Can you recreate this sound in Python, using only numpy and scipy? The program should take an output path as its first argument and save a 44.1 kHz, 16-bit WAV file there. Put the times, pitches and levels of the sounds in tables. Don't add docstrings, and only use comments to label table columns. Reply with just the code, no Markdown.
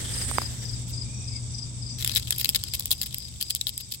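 import sys
import numpy as np
from scipy import signal
from scipy.fft import rfft, irfft
from scipy.io import wavfile

SR = 44100
rng = np.random.default_rng(int(sys.argv[2]) if len(sys.argv) > 2 else 0)


def wav_out(sig):
    wavfile.write(sys.argv[1], SR, np.round(np.clip(np.atleast_2d(sig).T, -1, 1) * 32767).astype(np.int16))


N = 176400
GRIT_PER_S, GRAIN_DECAY_S = 1100, 0.00046


def from_db(db):
    return 10 ** (np.asarray(db) / 20)


def clock():
    return np.arange(N) / SR


def curve(rows):
    return from_db(np.interp(clock(), *np.transpose(rows)))


def drift(hz):
    slow = irfft(rfft(rng.standard_normal(N)) / (1 + (np.arange(N // 2 + 1) * SR / N / hz) ** 4), N)
    return slow / slow.std()


def colour(x, table):
    size = 2 * N
    hz, *sides = np.transpose(table)
    freqs = np.maximum(np.arange(N + 1) * SR / size, 1)
    gains = from_db([np.interp(np.log(freqs), np.log(hz), side) for side in sides])
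    cepstrum = irfft(np.log(gains))
    cepstrum[:, 1:N] *= 2
    cepstrum[:, N + 1:] = 0
    return irfft(rfft(x, size) * np.exp(rfft(cepstrum)))[:, :N]


def butterworth(order, hz, side="low"):
    return signal.butter(order, hz, side, fs=SR, output="sos")


def noise(table, correlation=0):
    common = np.sqrt(correlation) * rng.standard_normal(N)
    separate = np.sqrt(1 - correlation) * rng.standard_normal((2, N))
    return colour((common + separate) * np.sqrt(SR / 2), table)


def narrow_noise(hz, width_hz):
    phase = 2 * np.pi * np.cumsum(hz * np.ones(N)) / SR
    return drift(width_hz) * np.sin(phase) + drift(width_hz) * np.cos(phase)


def swells(rows, width_share):
    tones = np.zeros(N)
    for s, sigma_s, hz, glide, db in rows:
        t = clock() - s
        envelope = from_db(db) * np.exp(-(t / sigma_s) ** 2 / 2)
        tones += envelope * narrow_noise(hz + glide * t, width_share * hz)
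    return tones


def scatter(x, db, decay_s, direct=1):
    t = clock()[:SR // 2]
    tail = rng.standard_normal((2, len(t))) * np.exp(-t / decay_s)
    tail /= np.linalg.norm(tail, axis=1, keepdims=True)
    return direct * x + from_db(db) * signal.fftconvolve(x, tail, axes=1)[:, :N]


def air_conditioner(hum_hz=120.04):
    # t/s, level/dB
    hum_level = [(0, -40), (.6, -36), (2, -39), (2.6, -47), (4, -56.5)]
    # f/Hz, left level/dB, right level/dB
    rumble = [(22, -76, -81.5), (64, -58, -55.5), (99.5, -56.5, -61), (226, -69.5, -77.5), (460, -85, -90),
              (965, -89, -99.5), (5200, -115, -120)]
    # t/s, level/dB
    rumble_level = [(0, 3), (2.3, -1), (4, -9.5)]
    phase = 2 * np.pi * hum_hz * clock()
    hum = np.sqrt(2) * (np.sin(phase) + from_db(-17.5) * np.sin(2 * phase)) * curve(hum_level)
    return hum * from_db([[1.5], [-1.5]]) + noise(rumble, correlation=0.88) * curve(rumble_level)


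def chorus(flicker_db=1, fade_db_per_s=1.78):
    # f/Hz, left level/dB, right level/dB
    bands = [(1680, -100.5, -107), (2230, -83, -102), (3030, -87.5, -100), (3760, -73, -85.5),
             (3880, -88, -100), (4580, -77, -89), (5950, -74.5, -88.5), (6840, -85.5, -78),
             (7980, -77, -66), (9150, -107, -86), (9000, -107, -111)]
    # t/s, level/dB
    sizzle_level = [(0, -41.5), (.15, -32.5), (.36, -31.5), (.41, -41), (1, -82)]
    bed = noise(bands) * from_db(flicker_db * drift(30) - fade_db_per_s * (clock() + 0.5))
    sizzle = narrow_noise(hz=8420, width_hz=810) * curve(sizzle_level)
    return bed + sizzle * from_db([[-17], [0]])


def bird():
    # centre t/s, Gaussian width/s, f/Hz, glide/(Hz/s), left level/dB
    whistles = [(1.2, 0.13, 2470, 748, -54.5), (1.355, 0.024, 2230, -2500, -50.5)]
    return swells(whistles, width_share=0.034) * from_db([[0], [-11]])


def stridulate(chirps, hz, gap_s, strokes_db, trail_db):
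    pip_width_s, sag_hz_per_s, spread_hz, rasp_db = 0.0054, 42800, 21.8, -13
    t = clock()[:int(gap_s * SR)] - gap_s / 3
    sag_cycles = sag_hz_per_s * np.maximum(t - pip_width_s / 2, 0) ** 2 / 2
    pip, trail = np.exp(-(t / pip_width_s) ** 2 / 2), np.hanning(len(t))
    envelope = pip + from_db(trail_db) * trail
    rasp = from_db(rasp_db) * narrow_noise(hz - 260, width_hz=340)
    song = np.zeros(N)
    for s in chirps:
        for k, stroke_db in enumerate(strokes_db):
            start = int((s + (k - 1) * gap_s + t[0]) * SR)
            span = slice(start, start + len(t))
            tone = np.sin(2 * np.pi * (rng.normal(hz, spread_hz) * t - sag_cycles + rng.random()))
            song[span] += from_db(stroke_db) * (envelope * tone + trail * rasp[span])
    return song * from_db([[0], [-17.5]])


def crickets(echo_s=0.033):
    near_chirps = [.142, .379, .657, .939, 1.283, 1.549, 1.827, 2.08, 2.35, 2.635, 2.945, 3.17, 3.44, 3.73]
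    far_chirps = [0.622, 1.171, 1.55, 1.921]
    # t/s, level/dB
    direct_level = [(.4, -26.5), (1.8, -29), (2.8, -46)]
    near = stridulate(near_chirps, hz=5026, gap_s=0.04, strokes_db=[-20, -6, -5, -4], trail_db=-12)
    near = scatter(near, db=-30, decay_s=echo_s, direct=curve(direct_level))
    far = stridulate(far_chirps, hz=5880, gap_s=0.033, strokes_db=[0] * 4, trail_db=-25)
    return near + from_db(-41.5) * scatter(far, db=4, decay_s=echo_s)


def finger_knocks(tick_decay_s=0.00073):
    # f/Hz, level/dB, decay time/s
    modes = [(1096, 1, 0.00073), (2070, -15.5, 0.00078)]
    # t/s, relative level/dB, share of sharp tick
    blows = [(0.314, -15, 0.35), (0.3841, -2, 0.084), (0.418, -17.5, 0.43)]
    knocks, t = np.zeros(N), clock()[:SR // 20]
    ring = sum(from_db(db) * np.sin(2 * np.pi * hz * t) * np.exp(-t / decay) for hz, db, decay in modes)
    for s, db, sharp in blows:
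        tick = sharp * rng.standard_normal(len(t)) * np.exp(-t / tick_decay_s)
        start = int(s * SR)
        knocks[start:start + len(t)] += from_db(db) * (ring + tick)
    return signal.sosfilt(butterworth(1, 400, "high"), knocks) * from_db([[-21], [2.5]])


def hand_rub(flicker_db=2.35):
    # centre t/s, Gaussian width/s, f/Hz, glide/(Hz/s), level/dB
    scuffs = [(.075, 0.029, 3400, 0, -39)]
    # f/Hz, left level/dB, right level/dB
    rub = [(447, -72.5, -86.5), (1160, -83, -85.5), (1860, -73, -79.5), (2490, -80, -84.5),
           (3150, -75, -80), (8600, -82, -80.5), (14600, -87, -89.5)]
    # t/s, level/dB
    rub_level = [(.42, 0), (.7, -13.5), (1.1, -30)]
    squeak = swells(scuffs, width_share=0.1) * from_db([[0], [-7]])
    return (noise(rub) * curve(rub_level) + squeak) * from_db(flicker_db * drift(34))


def grit(spread_db=5.5):
    contacts = rng.random(N) < GRIT_PER_S / SR
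    energy = contacts * from_db(spread_db * np.clip(rng.standard_normal(N), -2, 2)) ** 2
    return energy / energy.mean()


def crackle(energy, decay_s):
    retained = np.exp(-2 / (decay_s * SR))
    power = signal.lfilter([1 - retained], [1, -retained], energy + 1e-18)
    return np.sqrt(power) * rng.choice([-1, 1], (2, N))


def flutter(thrashed_s, wingbeat_hz=50.4, fall_db_per_s=8.5, clump_db=4):
    beat = np.abs(np.sin(np.pi * wingbeat_hz * clock() + drift(6.2)))
    level_db = -30.5 - fall_db_per_s * thrashed_s + clump_db * drift(76)
    effort = (thrashed_s > 0) * beat * from_db(level_db)
    return signal.sosfilt(butterworth(1, 10700), crackle(effort ** 2 * grit(), GRAIN_DECAY_S))


def scrapes(fall_db=0.5, release_s=0.003):
    # onset t/s, duration/s, relative level/dB
    drags = [(0.879, 0.033, -39), (2.005, 0.027, -28), (2.158, 0.023, -18.5), (2.39, 0.027, -23.5),
             (2.491, 0.0061, -13), (2.551, 0.0091, -14.5), (2.736, .014, -16), (2.907, 0.022, -15.5),
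             (3.014, .022, -23), (3.059, 0.007, -20), (3.406, 0.022, -19.5), (3.498, 0.011, -16.5),
             (3.557, .01, -19.5), (3.609, 0.0055, -23), (3.672, 0.023, -22.5), (3.799, 0.013, -28.5),
             (3.913, 0.011, -23.5), (3.938, 0.017, -27.5)]
    t, drag = clock(), np.zeros(N)
    for s, length, db in drags:
        age = np.maximum(t - s, 0)
        release = np.exp(-np.maximum(age - length, 0) / release_s)
        drag += (t >= s) * from_db(db - fall_db * age / length) * release
    return crackle(drag ** 2 * grit() / 2, GRAIN_DECAY_S)


def strikes(decay_s=0.0007, split_hz=6600):
    # t/s, tip level/dB, body level re tip/dB
    blows = [(2.025, -16.5, 7), (2.047, -5, -1), (2.076, -5, -4), (2.0954, -16.5, 11.5), (2.1505, -8, -15),
             (2.1604, -11.5, 6), (2.307, -1, -4.5), (2.384, -11.5, -11), (2.4456, -7.5, 3),
             (2.4568, -14, 6.5), (2.5479, -9, 4.5), (2.5632, -12, 1), (2.638, -8, -2), (2.7501, -8, -10),
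             (2.7964, -4.5, -10), (2.857, -9.5, -4), (2.9152, -6, -1), (3.0154, -9.5, 1),
             (3.1444, -8.5, -3), (3.1834, -11, -14), (3.412, -11.5, 1.5), (3.55, -5.5, -6),
             (3.6123, -15.5, 11.5), (3.6691, -13.5, 6.5), (3.7783, -8.5, -5.5)]
    tips, bodies = np.zeros((2, N))
    for s, db, body_db in blows:
        tips[int(s * SR)], bodies[int(s * SR)] = from_db([db, db + body_db]) ** 2 * decay_s * SR / 2
    thin = signal.sosfilt(butterworth(4, split_hz, "high"), crackle(tips, decay_s))
    full = signal.sosfilt(butterworth(4, split_hz), crackle(bodies, decay_s))
    return thin + full


def tumble(wings, thrashed_s, bass_fall_db_per_s=5, treble_fall_db_per_s=2):
    bass = signal.sosfiltfilt(butterworth(2, 2550), wings)
    below_treble = signal.sosfiltfilt(butterworth(2, 10400), wings)
    bass_gain = from_db(7 - bass_fall_db_per_s * thrashed_s)
    treble_gain = from_db(2.5 * drift(2.6) - treble_fall_db_per_s * thrashed_s)
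    return bass * bass_gain + (below_treble - bass) + (wings - below_treble) * treble_gain


def wing_flex(wings, lag_s=0.000503, share=0.36):
    t = clock()
    delay = lag_s * 2 ** (0.5 * drift(9.87))
    delayed = np.array([np.interp(t - delay, t, side) for side in wings])
    return (wings + share * delayed) / np.hypot(1, share)


def cicada(thrash_start_s=1.98):
    # f/Hz, left level/dB, right level/dB
    wing_response = [(1330, -17.5, -21.5), (2390, -5, -21), (3460, 5, -14.5), (4990, 5, -11.5),
                     (6030, -6, -9), (7600, -6.5, 2), (9350, -15.5, 0), (11100, 3, -3), (15600, -2, -2.5)]
    thrashed_s = np.maximum(clock() - thrash_start_s, 0)
    contacts = strikes() + scrapes() + flutter(thrashed_s)
    wings = wing_flex(tumble(contacts, thrashed_s))
    return scatter(colour(wings, wing_response), db=-9.5, decay_s=0.0062)


def scene():
    return cicada() + chorus() + bird() + crickets() + air_conditioner() + finger_knocks() + hand_rub()


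def record(dry, cutoff_hz=16000):
    lowpass = signal.ellip(10, 0.05, 60, cutoff_hz, fs=SR, output="sos")
    return signal.sosfiltfilt(lowpass, np.clip(dry, -1, 1))


dry = scene()
out = record(dry)
wav_out(out)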